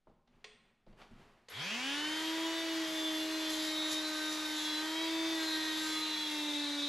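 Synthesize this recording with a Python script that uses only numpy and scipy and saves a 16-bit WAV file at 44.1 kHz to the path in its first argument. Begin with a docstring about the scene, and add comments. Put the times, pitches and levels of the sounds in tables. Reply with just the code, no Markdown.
"""Scraping glue in a stairwell

An oscillating multitool is picked up from a concrete step in a hard-walled stairwell; a shoe shuffles.
The switch clicks, the motor spins up with a thin whine, and the blade is pushed under old glue,
slowing as it bites. Each swing of the blade shakes the housing (hum), rattles the drive and blade
(buzz) and rubs over grit (rasp). The walls echo."""
import sys
import numpy as np
from scipy import signal
from scipy.fft import rfft, irfft, next_fast_len
from scipy.io import wavfile

SR = 44100
rng = np.random.default_rng(int(sys.argv[2]) if len(sys.argv) > 2 else 0)


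def to_wav(s):
    """Save 16-bit WAV."""
    ch = np.atleast_2d(s).T  # columns
    pcm = np.round(np.clip(ch, -1, 1) * 32767)  # PCM
    wavfile.write(sys.argv[1], SR, pcm.astype(np.int16))


N = 303408

# Table levels are relative. A "colour" says how strong each frequency is.
# colour of the still air (f/Hz, level/dB)
AIR = [(25, 12.5), (100, -11), (250, -5), (1000, -14), (4000, -20), (14000, -35)]
# knocks of hand, tool, shoe and switch (t/s, level/dB, thud dull above f/Hz, hardness/0-1)
KNOCKS = [(0.07, -42, 1110, 0.01), (0.097, -49, 980, 0.06), (0.274, -53, 4000, 0.1),
          (0.4428, -30, 4960, 0.61), (0.865, -42, 1070, 0.08), (0.928, -46, 990, 0.15),
          (1.015, -35.5, 3440, 0.12), (1.115, -40.5, 280, 0), (1.485, -35.5, 11060, 0.45)]
# colours of a soft thud and a hard clack (f/Hz, level/dB)
THUD = [(60, -8), (250, 4), (600, 9), (1000, 5), (1600, 1), (4000, 2.5), (7000, 9), (14000, -15)]
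CLACK = [(100, -22), (280, -19), (430, 21), (800, -27), (1100, 11), (1350, -19), (1750, 10.5), (2400, 9.5),
         (3100, 11), (3600, 9), (4500, 10), (5500, -3), (9000, -13.5), (14000, -51)]
# notes of the knocked tool (f/Hz, level/dB, ring time/s)
TOOL_MODES = [(427, 9, 0.44), (1080, 8, 0.24), (1770, -10, .15), (2180, -5, .3), (4118, -8, 0.2),
              (7350, -16, .2), (8150, -2, 0.6)]
# how long the echo takes to fade by 60 dB (f/Hz, time/s)
ECHO_TIMES = [(100, 0.53), (500, 0.72), (2000, 0.91), (5000, 0.48), (12000, 0.61)]
# glove and shoe drags (t/s, rise/s, fade/s, rumble level/dB, scuff level/dB)
DRAGS = [(0.09, 0.017, 0.099, -61.5, -73), (0.36, 0.05, 0.4, -66.5, -69), (0.69, 0.055, 0.069, -81, -70.5),
         (0.885, 0.01, 0.14, -55, -65), (1.01, 0.023, 0.07, -68, -52.5), (1.12, .012, 0.15, -53.5, -61),
         (1.22, 0.041, 0.19, -78, -57.5)]
# colours of a drag's low rumble and dry scuff (f/Hz, level/dB)
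RUMBLE = [(12, -25), (20, 4.5), (49, -16.5), (214, -11), (247, -5.5), (279, -28), (350, -17), (460, -46),
          (770, -120)]
SCUFF = [(88, -52), (150, -18), (250, -22), (418, -8.5), (443, -22), (487, -13.5), (860, -14),
         (2690, -21.5), (12500, -44), (14000, -51)]
# notes of the switch's spring (f/Hz, level/dB, ring time/s)
SPRING_MODES = [(8700, -66, .2), (11280, -57, .14), (11750, -61, .1), (12500, -61, .11)]
# swings per second that the glue allows (t/s, f/Hz)
SPEED_LIMIT = [(2.56, 328.4), (2.8, 323.3), (2.88, 318.8), (3.16, 314.4), (3.34, 317.4), (3.5, 313.9),
               (4.2, 309.1), (4.32, 309.8), (4.74, 306.0), (5.02, 323.8), (5.32, 324.5), (5.52, 315.1),
               (6.0, 311.6), (6.2, 307.3), (6.68, 290.5), (6.88, 287.9)]
# colours of the motor's rush and the blade's rasp (f/Hz, level/dB)
RUSH = [(30, -33), (90, -17.5), (180, -7.5), (400, 1), (600, -2), (1000, 3), (1350, 1.5), (2000, 5.5),
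        (2900, 0), (3700, 4), (5000, -7.5), (8000, -15.5), (14000, -27)]
RASP = [(1000, -3.5), (3000, -15), (4500, 8), (6000, 4.5), (7500, 3), (8500, -4), (11000, 0.5),
        (12700, -5.5), (14500, -29)]
# shaking of the tool body (t/s, then level/dB at 1, 2 and 3 times the swing rate)
HUM = [(2.0, -43, -58.5, -53), (2.46, -36.5, -47.5, -50), (2.6, -40.5, -45.5, -56), (2.82, -35, -48.5, -63),
       (2.88, -41.5, -45.5, -68), (3.06, -37, -47, -60.5), (4.14, -41.5, -49, -59.5), (4.68, -42, -59, -55),
       (5.0, -39, -50, -49.5), (5.26, -34.5, -47, -52), (5.46, -39.5, -51, -54.5), (5.9, -40.5, -63, -55),
       (6.18, -44.5, -64, -53), (6.42, -39, -53.5, -53), (6.88, -40.5, -51.5, -58)]
# colour of the high whine (f/Hz, level/dB)
WHINE = [(8000, -16), (10000, -9), (11000, -2), (11500, 0), (11850, -7), (12400, -6), (12900, -4),
         (13300, -8), (13700, -24)]
# colour of the drive's rattle (f/Hz, level/dB)
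DRIVE = [(1250, -15), (1900, -20), (2200, -15), (2500, -14), (3200, -20), (3900, -18), (4500, -11),
         (5000, -13), (6200, -15.5), (7500, -21), (10000, -33), (13000, -40)]
# the housing's resonance, shifting with grip and load (t/s, level/dB, f/Hz)
HOUSING = [(2.0, -44.5, 1630), (2.36, -51.5, 1920), (2.7, -52.5, 1890), (3.4, -53.5, 1850),
           (3.98, -51, 1560), (4.2, -42.5, 1510), (4.45, -45.5, 1460), (4.82, -45.5, 1600),
           (5.0, -47, 2260), (5.2, -49, 2200), (5.4, -45, 1700), (5.76, -43.5, 1720), (6.02, -52, 1180),
           (6.26, -53, 2120), (6.6, -50, 2070), (6.88, -66, 1160)]
# level and centre pitch of the low, middle and high overtones of the blade's buzz (t/s, level/dB, f/Hz)
BLADE_LOW = [(1.6, -58, 1500), (1.9, -47.5, 2680), (2.14, -43.5, 3120), (2.44, -49.0, 3100),
             (3.1, -48.5, 3050), (3.22, -50.5, 2870), (3.64, -51.5, 3120), (4.36, -61.5, 2970),
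             (4.48, -50.5, 3000), (4.72, -56.5, 2920), (4.9, -46.0, 3170), (5.08, -45.0, 3240),
             (5.2, -59.0, 3070), (5.92, -53.0, 3010), (5.98, -52.5, 2820), (6.86, -56.5, 2680)]
BLADE_MID = [(1.62, -54, 2150), (1.73, -44, 2630), (1.79, -46, 2740), (1.86, -40.5, 3030),
             (2.04, -51.5, 3620), (2.64, -46.5, 3640), (2.76, -55.0, 3640), (3.0, -43.0, 3530),
             (3.3, -48.5, 3580), (3.66, -43.0, 3550), (3.72, -43.0, 3700), (3.96, -42.0, 3630),
             (4.2, -50.5, 3660), (4.26, -44.5, 3740), (4.8, -44.5, 3410), (4.92, -48.0, 3780),
             (5.04, -43.5, 3890), (5.1, -45.5, 3650), (5.7, -43.0, 3660), (6.0, -47.0, 3490),
             (6.06, -42.0, 3550), (6.42, -46.5, 3440), (6.54, -43.0, 3530), (6.86, -48.0, 3440)]
BLADE_HIGH = [(1.6, -54, 2250), (1.69, -44, 2550), (1.76, -51, 3080), (1.94, -52.0, 3730),
              (2.06, -57.0, 4300), (2.6, -59.5, 4520), (2.78, -52.0, 4180), (2.9, -67.5, 4300),
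              (3.44, -48.5, 4160), (3.98, -50.0, 4050), (4.04, -44.0, 4030), (4.4, -53.0, 4150),
              (4.76, -40.5, 3980), (4.94, -61.0, 4450), (5.24, -62.0, 4300), (5.48, -43.5, 4140),
              (5.84, -49.0, 4150), (6.02, -40.5, 4070), (6.32, -45.0, 3960), (6.86, -41.5, 3860)]
# the blade bites through to concrete (t/s, half length/s, screech level/dB, grit level/dB)
BITES = [(1.66, .025, -70, -57), (3.52, .03, -61, -49), (3.65, .04, -62, -54), (3.89, .05, -60, -56),
         (3.925, .015, -60, -44), (4.32, .025, -59, -49), (4.62, .04, -57.5, -51), (5.46, .06, -63, -60),
         (5.86, .09, -59, -50)]
# colour of a bite's screech (f/Hz, level/dB)
SCREECH = [(2500, -31), (4700, -23), (6100, -3.5), (7500, 0.5), (8500, -26), (11000, -6), (12500, -21)]
# how alike left and right sound (f/Hz, likeness/0-1)
LIKENESS = [(60, 0.57), (250, 1), (1000, 0.9), (4000, 0.87), (8000, 0.79), (12000, 0.72)]
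# how much louder the left side is (f/Hz, level/dB)
LEAN = [(500, -0.5), (4000, .5), (8000, 1), (12000, 3)]

SWITCH_S, SNAP_S, SPIN_UP_S = 1.478, 1.498, 0.226   # power on, switch snap, spin-up time constant
FREE_HZ, TIGHT_HZ = 330, 280   # swing rates: running free, and where the drive stops being loose
RUSH_DB, RASP_DB, WHINE_DB, CLAMP_DB = -45, -54, -62.5, -43   # base levels


def from_db(db):
    """Turn decibels into a gain."""
    return 10 ** (np.asarray(db) / 20)


def rms_one(x):
    """Scale to an average power of 1."""
    return x / np.sqrt(np.mean(x ** 2) + 1e-20)


def in_time(rows):
    """Turn each column of a time table into a value for every sample."""
    s, *columns = np.transpose(rows)
    return [np.interp(np.arange(N) / SR, s, c) for c in columns]


def at_hz(points, hz):
    """Look up a frequency table, sliding between its rows on a pitch scale."""
    table_hz, values = np.transpose(points)
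    return np.interp(np.log(hz), np.log(table_hz), values)


def drift(rate):
    """A random wobble of size about 1 that takes a new value rate times a second."""
    knots = rng.standard_normal(8000)
    return np.interp(np.arange(N) / SR * rate, np.arange(len(knots)), knots) * np.sqrt(3 / 2)


def stereo(mid, side, hz):
    """Left and right from a shared and an opposed part; the treble leans left."""
    alike, sign = at_hz(LIKENESS, hz), np.array([[1], [-1]])
    pair = np.sqrt((1 + alike) / 2) * mid + np.sqrt((1 - alike) / 2) * side * sign
    return pair * from_db(sign * at_hz(LEAN, hz) / 2)


def noise(colour, size=N):
    """Stereo noise of a given colour, with power 1."""
    length = next_fast_len(size)
    hz = np.maximum(np.fft.rfftfreq(length, 1 / SR), 1)
    mid, side = rfft(rng.standard_normal((2, length)))
    spectrum = stereo(mid, side, hz) * from_db(at_hz(colour, hz))
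    return rms_one(irfft(spectrum, length)[:, :size])


def ring(clicks, hz, ring_s):
    """Each click starts a pure tone that fades by 60 dB in ring_s."""
    decay, step = from_db(-60 / (ring_s * SR)), 2 * np.pi * hz / SR
    return signal.lfilter([0, np.sin(step)], [1, -2 * decay * np.cos(step), decay ** 2], clicks + 1e-18)


def air(level_db=-80.5):
    """The stairwell's faint, low background noise."""
    return from_db(level_db) * noise(AIR)


def knocks(fade_s=0.0071, soft_s=0.0026, size=4000):
    """Soft contacts give a rounded thud, hard ones a clack that sets the tool ringing."""
    out, clicks = np.zeros((2, N)), np.zeros(N)
    t = np.arange(size) / SR
    fade, soft_rise = np.exp(-t / fade_s), 1 - np.exp(-t / soft_s)
    for s, db, dull_hz, hard in KNOCKS:
        at = round(s * SR)
        dull = signal.butter(4, dull_hz, fs=SR, output="sos")
        thud = from_db(db - 9) * soft_rise * rms_one(signal.sosfilt(dull, noise(THUD, size)))
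        clack = from_db(db - 7) * noise(CLACK, size)
        out[:, at:at + size] += fade * ((1 - hard) * thud + hard * clack)
        clicks[at] = from_db(db) * hard
    return out + sum(from_db(db - 37) * ring(clicks, hz, ring_s) for hz, db, ring_s in TOOL_MODES)


def stairwell(x, build_s=0.0035):
    """Hard walls smear a sound into an echo that lasts longest at middle pitches."""
    t, tail = np.arange(SR) / SR, 0
    edges = np.geomspace(60, 16000, 9)
    for low, high in zip(edges, edges[1:]):
        hz = np.sqrt(low * high)
        band = signal.butter(2, [low, high], "band", fs=SR, output="sos")
        mid, side = signal.sosfilt(band, rng.standard_normal((2, SR)))
        tail += stereo(mid, side, hz) * from_db(-60 * t / at_hz(ECHO_TIMES, hz))
    tail = rms_one(tail * (1 - np.exp(-t / build_s))) / np.sqrt(SR)
    return signal.fftconvolve(x.mean(axis=0, keepdims=True), tail, axes=1)[:, :N]


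def drags():
    """Glove and shoe drag over dusty concrete: each drag swells quickly and dies away."""
    t, rumble, scuff = np.arange(N) / SR, 0, 0
    for s, rise_s, fade_s, rumble_db, scuff_db in DRAGS:
        shape = np.exp(-np.where(t < s, .5 * ((t - s) / rise_s) ** 2, (t - s) / fade_s))
        rumble = np.hypot(rumble, from_db(rumble_db - 2) * shape)   # hypot adds powers
        scuff = np.hypot(scuff, from_db(scuff_db - 5.5) * shape)
    grains = rms_one(from_db(0.5 * drift(500)))
    return rumble * noise(RUMBLE) + scuff * grains * noise(SCUFF)


def switch():
    """The switch snaps over and its small spring pings."""
    snap = np.zeros(N)
    snap[round(SNAP_S * SR)] = 1
    return sum(from_db(db) * ring(snap, hz, ring_s) for hz, db, ring_s in SPRING_MODES)


def motor():
    """The motor spins up until glue holds it back. Gives speed and sag (speed lost to glue) in Hz."""
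    allowed, = in_time(SPEED_LIMIT)
    running_s = np.maximum(np.arange(N) / SR - SWITCH_S, .005)
    unhindered = FREE_HZ * (1 - np.exp(-running_s / SPIN_UP_S))
    return np.minimum(unhindered, allowed), FREE_HZ - allowed


def slack(speed):
    """How loose the drive is, 0-1: it tightens as the motor spins up."""
    return np.clip((TIGHT_HZ - speed) / 140, 0, 1)


def load(sag, firm_sag_hz=12.4):
    """How firmly the blade bears down, 0-1: the more speed is lost, the firmer."""
    return 1 - np.exp(-(sag / firm_sag_hz) ** 2)


def rush(speed, sag, turn, db_per_octave=2, db_per_sag_hz=-0.0927):
    """Motor and fan make a rushing noise that throbs once a swing."""
    level_db = RUSH_DB + db_per_sag_hz * sag + db_per_octave * np.log2(speed / FREE_HZ)
    throb = rms_one(1 + 0.17 * np.sin(turn))
    return from_db(level_db) * throb * noise(RUSH)


def rasp(speed, sag, turn, db_per_octave=3.5, db_per_sag_hz=-0.2122, load_db=8):
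    """The blade rubs out and back over uneven grit, harder under load and in a bite."""
    level_db = RASP_DB + db_per_sag_hz * sag + db_per_octave * np.log2(speed / FREE_HZ)
    rubbing = from_db(level_db + load_db * load(sag))
    _, grit = bites()
    grains_db, patches_db = 5.5 * np.tanh(drift(600)), 2 * np.tanh(drift(23))
    strokes = rms_one((1 + 0.42 * np.cos(2 * turn)) * from_db(grains_db + patches_db))
    return np.hypot(rubbing, grit) * strokes * noise(RASP)


def hum(speed, turn, stumble_db=9, db_per_octave=4):
    """The swinging mass shakes the housing: a low tone and two overtones, stumbling until up to speed."""
    first_db, second_db, third_db = in_time(HUM)
    dips_db = stumble_db * slack(speed) ** (1 / 4) * (1 + np.tanh(2 * drift(40))) / 2
    spin_up_db = db_per_octave * np.minimum(np.log2(speed / TIGHT_HZ), 0)
    first = from_db(first_db - 1.14 + spin_up_db + 0.5 * drift(40) - dips_db) * np.sin(turn)
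    second = from_db(second_db - 2.5) * np.sin(2 * turn)
    third = from_db(third_db + 3 * spin_up_db + 0.5 * drift(25)) * np.sin(3 * turn)
    lean_left = from_db([[0.5], [-0.5]])
    return np.sqrt(2) * (first + lean_left * second + third)


def whine(speed, sag, turn, order=36, mirror_hz=12000, flutter_db=2):
    """A thin whine follows the speed; a fainter whistle, mirrored about 12 kHz, glides the other way."""
    hz, phase = order * speed, order * turn + 0.6 * drift(70)
    mirrored = 2 * np.pi * 2 * mirror_hz * np.arange(N) / SR - phase
    tone = from_db(at_hz(WHINE, hz)) * np.exp(1j * phase)
    whistle = from_db(at_hz(WHINE, 2 * mirror_hz - hz)) * np.sqrt(load(sag)) * np.exp(1j * mirrored)
    both = np.sqrt(2) * (tone + whistle)
    return from_db(WHINE_DB + flutter_db * drift(32)) * stereo(both.real, both.imag, mirror_hz)


def peak(level_db, centre_hz, overtones_hz, width_hz=300):
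    """Share a level among the overtones near a centre pitch."""
    near = 1 / (1 + (2 * (overtones_hz - centre_hz) / width_hz) ** 2)
    gains = near * from_db(level_db) / np.sqrt(np.sum(near ** 2, axis=0))
    return gains.astype(np.float32)


def overtone_gains(speed, orders, slack_db=-18.5, clamp_hz=3250):
    """Strength of each overtone in the housing and in the blade, whose clamp clatters at low speed."""
    overtones_hz, loose = orders[:, None] * speed, slack(speed)
    level_db, centre_hz = in_time(HOUSING)
    housing = peak(level_db - 2.5 + slack_db * loose, centre_hz, overtones_hz, width_hz=480)
    blade = loose * peak(CLAMP_DB, clamp_hz, overtones_hz)
    for curve, trim_db in ((BLADE_LOW, 0.3), (BLADE_MID, -0.1), (BLADE_HIGH, 0.2)):
        level_db, centre_hz = in_time(curve)
        blade = np.hypot(blade, peak(level_db + trim_db, centre_hz, overtones_hz))
    return housing, blade


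def buzz(speed, sag, turn, hop_rate=110, waver_rate=14):
    """Drive and blade slap at every swing, making a stack of overtones that swell and fade."""
    orders = np.arange(4, 40)   # multiples of the swing rate
    housing, blade = overtone_gains(speed, orders)
    chatter = 0.25 + 0.03 * sag + 0.2 * np.sqrt(slack(speed))
    drive = from_db(RUSH_DB - 0.5 - load(sag)) * np.sqrt(speed / FREE_HZ)   # slower means fewer slaps
    screech, _ = bites()
    turn = turn + (0.015 + 0.04 * slack(speed) ** 2) * drift(300)   # slaps come a little early or late
    out = np.zeros((2, N))
    for k, in_housing, in_blade in zip(orders, housing, blade):
        usual_hz = k * speed[N // 2]
        in_drive = drive * from_db(at_hz(DRIVE, k * speed))
        in_bite = screech * from_db(at_hz(SCREECH, usual_hz))
        hopping = 0.53 * chatter * drift(hop_rate)   # a hopping blade chops and bends its own tones
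        chopped = in_blade * (1 + 0.6 * np.tanh(hopping))
        gain = np.sqrt(in_drive ** 2 + in_housing ** 2 + in_bite ** 2 + chopped ** 2)
        bend = 1.6 * hopping * np.minimum(in_blade / gain, 1) * min(k / 12.5, 1.15) ** 3
        phase = k * turn + rng.uniform(0, 2 * np.pi) + 0.22 * drift(waver_rate) + bend
        swell = 1 + 0.2 * drift(waver_rate)
        out += gain * swell * stereo(np.sin(phase), np.cos(phase) * (-1) ** k, usual_hz)
    return out * np.sqrt(2)


def bites():
    """The blade reaches concrete: short swells in the gain of its screech and of the grit."""
    t, screech, grit = np.arange(N) / SR, 0, 0
    for s, half_s, screech_db, grit_db in BITES:
        swell = np.exp(-.5 * ((t - s) / half_s) ** 2)
        screech += from_db(screech_db) * swell
        grit += from_db(grit_db) * swell
    return screech, grit


def scene():
    """Handling first, heard dead centre, then the running tool, which fills the stairwell."""
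    speed, sag = motor()
    turn = 2 * np.pi * np.cumsum(speed) / SR   # angle of the drive: one circle per swing
    on = np.clip((np.arange(N) / SR - SWITCH_S) / 0.03, 0, 1)
    swinging = on * np.clip(speed / 150, 0, 1) ** 2
    rattle = swinging * buzz(speed, sag, turn)
    rub = on * (rasp(speed, sag, turn) + rush(speed, sag, turn))
    hits = knocks() + switch()
    # the buzz is kept mostly dry so its tones stay clear; rasp and rush echo more
    echo = stairwell(from_db(-10) * rattle + from_db(-3.5) * rub)
    tool = swinging * (hum(speed, turn) + whine(speed, sag, turn)) + rattle + from_db(-1) * rub
    centre = hits + from_db(-5) * stairwell(hits) + (1 - on) * drags() + air()
    return tool + echo + centre.mean(axis=0)


def record(dry, cutoff_hz=14900):
    """The highest treble is cut off steeply."""
    return signal.sosfilt(signal.ellip(10, .1, 80, cutoff_hz, fs=SR, output="sos"), dry)


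dry = scene()
out = record(dry)
to_wav(out)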